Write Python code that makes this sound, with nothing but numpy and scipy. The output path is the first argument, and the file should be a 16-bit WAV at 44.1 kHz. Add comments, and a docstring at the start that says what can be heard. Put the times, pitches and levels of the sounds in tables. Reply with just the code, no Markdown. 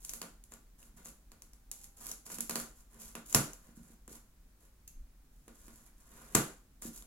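"""A quiet living room, a large flat cardboard box on the floor, packing tape being picked and peeled off it.
The glue lets go in crackles and snaps that shake the board; twice a strip tears free and the panel
knocks back. Hands rub and bump the cardboard, a knee shifts, and the building hums underneath.
Heard from a couple of metres, with the room, on a phone whose two ports each ring at their own pitch."""
import sys
import numpy as np
from scipy import signal
from scipy.fft import rfft, irfft
from scipy.io import wavfile
from scipy.ndimage import uniform_filter1d

SR = 44100
rng = np.random.default_rng(int(sys.argv[2]) if len(sys.argv) > 2 else 0)


def write(x):
    x = np.atleast_2d(x).T
    wavfile.write(sys.argv[1], SR, np.round(np.clip(x, -1, 1) * 32767).astype(np.int16))


N = 311346
TIME = np.arange(N) / SR


def undb(db):
    """Decibels to gain."""
    return 10 ** (np.asarray(db) / 20)


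def unit(x):
    """Scale to an energy of one."""
    return x / np.sqrt(np.sum(x ** 2, axis=-1, keepdims=True) + 1e-20)


def decay(t, t60_s):
    """Envelope that falls 60 dB in t60_s."""
    return np.exp(-np.log(1000) * t / t60_s)


def wander(rate_hz):
    """Glide between random values, rate_hz of them a second."""
    return np.interp(TIME * rate_hz, np.arange(N), rng.standard_normal(N))


def gain_at(points, hz):
    """Gain of an (f/Hz, level/dB) curve, read on a log-frequency axis."""
    f, db = np.transpose(points)
    return undb(np.interp(np.log(np.maximum(hz, 1)), np.log(f), db))


def response(points, size=2048):
    """Causal impulse response with the given (f/Hz, level/dB) spectrum."""
    cepstrum = irfft(np.log(gain_at(points, np.fft.rfftfreq(size, 1 / SR))))
    cepstrum[1:size // 2] *= 2
    cepstrum[size // 2 + 1:] = 0
    return irfft(np.exp(rfft(cepstrum)))


def through(x, ir):
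    """Pass a sound through one response per channel."""
    return signal.fftconvolve(np.atleast_2d(x), np.atleast_2d(ir), axes=1)[:, :N]


def add(track, s, sound):
    """Mix a sound into a track at time s."""
    start = int(np.clip(s * SR, 0, N - 1))
    track[start:start + len(sound)] += sound[:N - start]


def diffuse(size, alike_hz=900):
    """Spectrum of noise from all sides: the bass is alike at both ports, the treble unrelated."""
    hz = np.fft.rfftfreq(size, 1 / SR)
    mid, side = rfft(rng.standard_normal((2, size)))
    alike = 1 / (1 + (hz / alike_hz) ** 2)
    return (mid * np.sqrt(1 + alike) + side * np.sqrt(1 - alike) * [[1], [-1]]) / np.sqrt(2)


def room_tail(t60_s=0.35, build_s=0.001, size=24000):
    """Living-room reflections that build up quickly and die away."""
    t = np.arange(size) / SR
    build = 1 - np.exp(-(t / build_s) ** 2)
    return unit(irfft(diffuse(size), size) * decay(t, t60_s) * build)


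def in_room(x, tail, wet_db):
    """Direct sound, reaching the left port just before the right, plus its reflections."""
    ir = tail * undb(wet_db)
    ir[[0, 1], [0, 3]] += 1
    return through(x, unit(ir))


def scattered(x, t60_s=0.35, top_t60_s=0.24, wet_db=-1, near_db=-7, near_t60_s=0.0094):
    """Treble bounces off so many things that its echoes merge into hiss; the air takes the top first."""
    t = np.arange(24000) / SR
    hz = np.fft.rfftfreq(N, 1 / SR)
    noise = rng.standard_normal((2, N))
    top = irfft(rfft(noise) / (1 + (12000 / np.maximum(hz, 1)) ** 4), N)
    near = rng.standard_normal((2, N))  # first bounces, off the box and the floor
    echoes = (noise - top, t60_s, wet_db), (top, top_t60_s, wet_db), (near, near_t60_s, near_db)
    out = np.array([x, np.roll(x, 3)])  # direct sound, left port first
    for hiss, t60, db in echoes:
        power = through(x ** 2, unit(decay(t, t60)) ** 2)
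        out += undb(db) * hiss * np.sqrt(np.abs(power))
    return out / np.sqrt(1 + undb(wet_db) ** 2 + undb(near_db) ** 2)


# furniture beside the phone: left delay/ms, right delay/ms, level/dB
ECHOES = [(1.9, 2.1, -18.5), (3.5, 4.2, -22.5), (12.9, 13.1, -18.5)]
def furniture_echoes(x, size=1024):
    """A few close echoes put a steady ripple on the spectrum."""
    hz = np.fft.rfftfreq(size, 1 / SR)
    bounces = sum(undb(db) * np.exp(-2j * np.pi * hz * np.array([[left], [right]]) / 1000)
                  for left, right, db in ECHOES)
    return through(x, unit(irfft(1 + bounces * np.cos(np.pi * hz / SR))))


# response of each microphone port: f/Hz, level/dB
LEFT_PORT = [(100, 1.5), (3500, -2), (5000, 0), (5800, 3.5), (6500, 7.5), (7200, 11), (7900, 3), (9000, -3),
             (10000, -8.5), (11500, -8.5), (13500, -11), (15500, -17)]
RIGHT_PORT = [(100, 4), (1200, -0.5), (3500, -2), (5800, -3.5), (7200, -1.5), (9000, 0), (10000, 5),
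              (11000, 8), (12200, 3), (13200, -2.5), (15500, -3.5)]
def microphone_ports(x):
    """The left port rings near 7 kHz, the right near 11 kHz."""
    return through(x, [response(LEFT_PORT), response(RIGHT_PORT)])


# spectrum of the room tone: f/Hz, relative level/dB
ROOM_TONE = [(15, -6), (26, -6.5), (38, 3), (52, -0.5), (64, -11.5), (80, -12.5), (100, -18), (145, -17),
             (240, -18), (400, -28.5), (800, -32.5), (1500, -33.5), (3000, -39.5), (16000, -38)]
# deep hum of the building: f/Hz, level/dB
HUM = [(37.7, -68.5)]
def room_tone(noise_db=-61):
    """Hum and low rumble of the building under a smooth hiss, all around the microphone."""
    spectrum = diffuse(N, alike_hz=700) * gain_at(ROOM_TONE, np.fft.rfftfreq(N, 1 / SR))
    hum = sum(np.sqrt(2) * undb(db) * np.sin(2 * np.pi * (f * TIME + rng.random())) for f, db in HUM)
    return hum + unit(irfft(spectrum, N)) * np.sqrt(N) * undb(noise_db)


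# course of a faint whine: t/s, f/Hz, relative level/dB
WHINE = [(1.5, 757, -101), (1.7, 802, -85), (1.902, 805, -76), (2.15, 791, -76), (2.4, 787, -85),
         (2.599, 780, -95)]
def far_whine(waver_db=4):
    """A thin tone, far off, rises a little and sinks, fading in and out."""
    s, hz, db = np.transpose(WHINE)
    waver = undb(waver_db * (wander(12) + 0.5))
    phase = 2 * np.pi * np.cumsum(np.interp(TIME, s, hz)) / SR
    return waver * np.sin(phase) * np.interp(TIME, s, undb(db), left=0, right=0)


# weight shifting on the floor: t/s, f/Hz, width/s, peak level/dB
KNEE = [(4.998, 24, 0.043, -42), (5.024, 48.9, 0.032, -46)]
def knee():
    """The floor gives under a knee with a deep, soft swing."""
    return sum(undb(db) * np.cos(2 * np.pi * hz * (TIME - s)) * np.exp(-((TIME - s) / width) ** 2)
               for s, hz, width, db in KNEE)


# modes of a small hard object: f/Hz, level/dB, t60/s
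TICK_MODES = [(2700, -58.5, .03), (6420, -49, 0.018), (13000, -45, 0.022)]
def tick(at_s=4.878):
    """Something between the hands clicks once and rings briefly."""
    age = np.maximum(TIME - at_s, 0)
    return sum(undb(db) * np.sin(2 * np.pi * hz * age) * decay(age, t60) for hz, db, t60 in TICK_MODES)


# modes of the box panel: f/Hz, relative level/dB, t60/s
PANEL_MODES = [(50, -19, 0.36), (120, -12, .2), (149, 3, 0.17), (173, -2, 0.34), (200.6, 1.5, 0.21),
               (224.2, -2, .22), (227.7, -2, 0.35), (290, -3.5, 0.097), (332, -5.5, .2), (460, -1.5, .14),
               (529, -2, 0.16), (765.4, -1.5, .2), (900, -4, .11), (1170, -1, 0.1), (1440, -10, .09)]
def panel_ring():
    """The box rings on after a blow."""
    t = np.arange(SR // 2) / SR
    return unit(sum(undb(db) * np.cos(2 * np.pi * hz * t) * decay(t, t60) for hz, db, t60 in PANEL_MODES))


def thumps(pushes, ring, gain_db=21, damping=2.2):
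    """Short pushes (t/s, level/dB, f/Hz) on the panel, heard themselves and in the modes they excite."""
    t = np.arange(len(ring)) / SR
    out = np.zeros(N)
    for s, db, hz in pushes:
        push = -np.sin(2 * np.pi * hz * t) * t * np.exp(-damping * hz * t)
        ringing = signal.fftconvolve(push, ring)[:len(t)]
        add(out, s, undb(db + gain_db) * (unit(ringing) + unit(push)))
    return out


def panel_rattle(jolts, shake, ring, split_hz=450, gain_db=-6):
    """Quick jolts reach the higher modes of the panel, a steady pull the lower ones."""
    rattle = signal.sosfilt(signal.butter(2, split_hz, "high", fs=SR, output="sos"), jolts)
    drone = signal.sosfilt(signal.butter(2, split_hz, "low", fs=SR, output="sos"), shake)
    return through(undb(gain_db) * (rattle + drone), ring)


# spectrum of the shaken board: f/Hz, relative level/dB
BOARD_SPECTRUM = [(80, -25), (180, 0.5), (320, 4), (470, 0), (650, 1), (900, -3), (1200, 1.5), (1500, 1.5),
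                  (1850, -4), (2600, -8), (3600, -8), (8000, -26)]
def cardboard(shake):
    """The shaken board sounds mostly in the low and middle range."""
    return through(shake, unit(response(BOARD_SPECTRUM)))


# knocks on the box: t/s, relative level/dB, f/Hz
BUMPS = [(.942, -60, 230), (2.335, -49.5, 226), (2.39, -47, 237), (3.689, -57, 279), (3.774, -48.5, 223),
         (3.806, -55.5, 168), (3.903, -56.5, 268), (4.082, -51, 320), (4.114, -51.5, 330),
         (5.479, -53, 400), (5.68, -54.5, 280), (6.853, -40.5, 287)]
def bumps(ring):
    """Hands and knees bump the panel dully, each bump with its own strength and pitch."""
    return thumps(BUMPS, ring)


def contact(start, end, rise_s=0.007, fall_s=0.03):
    """A hand takes hold, holds and lets go."""
    return np.clip((TIME - start) / rise_s, 0, 1) * np.clip(.5 + (end - TIME) / fall_s, 0, 1)


# hands on the cardboard: start t/s, end t/s, skin level/dB, board level/dB
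RUBS = [(0.486, .555, -61.5, -64.5), (0.782, 0.873, -62.5, -68.5), (0.961, 1.034, -63, -63),
        (2.748, 2.82, -62, -71), (2.898, 3.015, -64, -64), (3.569, 3.722, -69, -68.5),
        (3.75, 3.938, -64, -68.5), (4.09, 4.168, -55, -64), (4.596, 4.674, -69.5, -73),
        (5.321, 5.53, -75, -88), (5.524, 5.887, -64, -69.5), (5.965, 6.097, -66.5, -69.5)]
def rubs():
    """Hands slide evenly: envelopes of the skin's hiss and the board's shake."""
    return sum(np.outer(undb([hiss, shake]), contact(start, end)) for start, end, hiss, shake in RUBS)


# pulls on the tape: start t/s, end t/s, final crackle level/dB, final board level/dB, swell/dB
PULLS = [(0, .177, -53, -67, 5.5), (1.043, 1.099, -51, -64, 0.5), (1.74, 1.86, -56.5, -72, 5),
         (1.964, 2.105, -44.5, -54, 13.5), (2.25, 2.355, -42.5, -55.5, 12.5), (2.524, 2.622, -47, -55, 3),
         (2.99, 3.127, -55.5, -66.5, -0.5), (3.25, 3.345, -47.5, -61.5, 7.5), (6.1, 6.35, -58, -58.5, 5),
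         (6.814, 6.885, -50, -60.5, -1.5), (6.926, 7.025, -57, -69, -1)]
def pulls(board_share=.7):
    """Envelopes of tape and board: most pulls swell until the tape gives; the board swells less."""
    tape, board = np.zeros((2, N))
    for start, end, crackle, shake, swell in PULLS:
        held = contact(start, end)
        slack_db = swell * np.clip((end - TIME) / (end - start), 0, 1)
        tape += held * undb(crackle - slack_db)
        board += held * undb(shake - board_share * slack_db)
    return np.array([tape, board])


def burst(stretch=1, base_ms=2.1, spread_db=5, size=1024):
    """A quick run of glue threads breaking; together they cover all pitches evenly."""
    age = np.arange(size) * 1000 / SR / (base_ms * stretch)
    noise, strength = rng.standard_normal((2, size))
    spectrum = rfft(noise * undb(spread_db * strength) * np.sqrt(age) * np.exp(-2 * age))
    smooth_power = uniform_filter1d(np.abs(spectrum) ** 2, size=25)
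    return unit(irfft(spectrum / np.sqrt(smooth_power)))


def creep(ticks_per_s=1100, spread_db=3, jerk_db=3.5, catches_per_s=45, catch_db=-11):
    """Tape and skin creep on in small jerks: dense, uneven ticks with a firmer catch now and then."""
    ticks = (rng.random(N) < ticks_per_s / SR) * rng.choice([-1, 1], N)
    ticks = ticks * undb(spread_db * np.minimum(rng.exponential(size=N), 4))
    jerks = undb(jerk_db * wander(110))
    onsets = (rng.random(N) < catches_per_s / SR) * rng.uniform(0.45, 1, N)
    catches = through(onsets, burst())[0]
    return (unit(ticks * jerks) + undb(catch_db) * unit(catches)) * np.sqrt(N)


# spectrum of the breaking glue: f/Hz, relative level/dB
GLUE_SPECTRUM = [(200, -35), (1000, -16.5), (2200, -6), (3400, -4), (4600, -1), (7000, 1), (11000, 4),
                 (16000, 0.5)]
def glue(cracks):
    """Breaking glue sounds bright and scatters round the room on its way to the microphone."""
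    return through(scattered(cracks), unit(response(GLUE_SPECTRUM)))


# snaps of the tape: t/s, relative crack level/dB, relative jolt level/dB, taut strip f/Hz
SNAPS = [(0.0487, -40, -71.5, 8870), (0.0934, -38.5, -67, 5940), (.135, -37, -60, 12500),
         (0.2161, -38, -50, 4500), (.227, -48, -58, 3040), (0.4388, -54.5, -85, 10700),
         (0.5204, -53.5, -60, 7360), (.537, -50, -80, 7300), (.828, -56.5, -84, 2780),
         (1.057, -49.5, -60.5, 6640), (1.3175, -54.5, -65.5, 4470), (1.4205, -49.5, -72.5, 5960),
         (1.5334, -56, -75.5, 5730), (1.7145, -37, -67.5, 8900), (1.8419, -47, -79, 11500),
         (2.067, -39.5, -75, 12100), (2.1149, -36.5, -65.5, 5900), (2.264, -47.5, -62, 5500),
         (2.301, -53, -55.5, 4240), (2.3846, -40.5, -54, 11100), (2.406, -30.5, -64, 11000),
         (2.495, -30.5, -45, 14000), (2.509, -36, -68, 4330), (2.556, -30.5, -43, 4430),
         (2.564, -39, -57, 4620), (3.152, -41, -49, 2717), (3.327, -38, -57, 7000),
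         (3.3465, -16, -31, 5700), (3.5327, -47, -68, 6560), (4.078, -52.5, -62, 7800),
         (4.8771, -47.5, -91, 13100), (5.48, -55, -62, 9500), (5.681, -56, -64, 13200),
         (5.7573, -56, -88, 13700), (6.3478, -33, -46, 7950), (6.3503, -18, -30, 8020),
         (6.821, -42.5, -59, 12900), (6.962, -49, -85, 13400), (6.976, -48, -85, 13300),
         (7.023, -53, -69, 3700)]
def snaps(ring, crack_db=23.5, board_db=33, twang_db=-6, cycles=4, long_above_db=-40.5, doubling_db=26,
          flex_db=2, flex_limit_db=-38, flex_hz=250):
    """Each snap cracks in the tape, twangs the taut strip, then jolts the board and flexes the panel."""
    t = np.arange(1024) / SR
    cracks, jolts, twangs = np.zeros((3, N))
    flexes = []
    for s, crack, jolt, hz in SNAPS:
        stretch = 2 ** (max(crack - long_above_db, 0) / doubling_db)  # more glue takes longer to let go
        add(cracks, s, burst(stretch) * undb(crack + crack_db))
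        twang = unit(np.sin(2 * np.pi * hz * t) * np.exp(-hz * t / cycles))
        add(twangs, s + .0005, twang * undb(crack + crack_db + twang_db))
        add(jolts, s + .001004, [-undb(jolt + board_db)])
        flexes.append((s + .0019, min(jolt + flex_db, flex_limit_db), flex_hz))  # it bends only so far
    return cracks, jolts, twangs, thumps(flexes, ring)


# the lifted panel drops: t/s, relative slap level/dB, slap f/Hz, relative landing level/dB
DROPS = [(3.349, -32, 253, -27.5), (6.351, -25, 348, -31)]
# landing and bounce: t/s after the slap, level/dB over the landing, f/Hz
LANDING = [(.006, 0, 146), (0.0228, -4, 208)]
def drops(ring, boom_db=-46.5, boom_hz=54):
    """A strip tears free: the panel slaps down, lands flat and bounces once, and the floor booms."""
    pushes = []
    for s, slap, hz, landing in DROPS:
        pushes += [(s, slap, hz), (s, boom_db, boom_hz)]
        pushes += [(s + delay, landing + db, pitch) for delay, db, pitch in LANDING]
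    return thumps(pushes, ring)


def scene():
    """Tape, board and panel sound across the room to the phone, a couple of metres from the box."""
    tail, ring = room_tail(), panel_ring()
    cracks, jolts, twangs, flexes = snaps(ring)
    crackle, shake = (rubs() + pulls()) * creep()
    panel = bumps(ring) + flexes + drops(ring) + panel_rattle(jolts, shake, ring)
    sound = glue(cracks + crackle) + in_room(twangs, tail, wet_db=-9)
    sound += in_room(tick(), tail, wet_db=0)
    sound += in_room(cardboard(jolts + shake), tail, wet_db=8.5)
    sound += in_room(panel + far_whine(), room_tail(t60_s=.24, build_s=0.014), wet_db=-2)
    sound += undb(-83) * rng.standard_normal((2, N))  # faint hiss in the air of the room
    return microphone_ports(furniture_echoes(sound)) + knee() + room_tone()


def record(dry, top_hz=16000):
    """The phone cuts the top."""
    return signal.sosfilt(signal.ellip(10, .2, 70, top_hz, fs=SR, output="sos"), dry)


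dry = scene()
out = record(dry)
write(out)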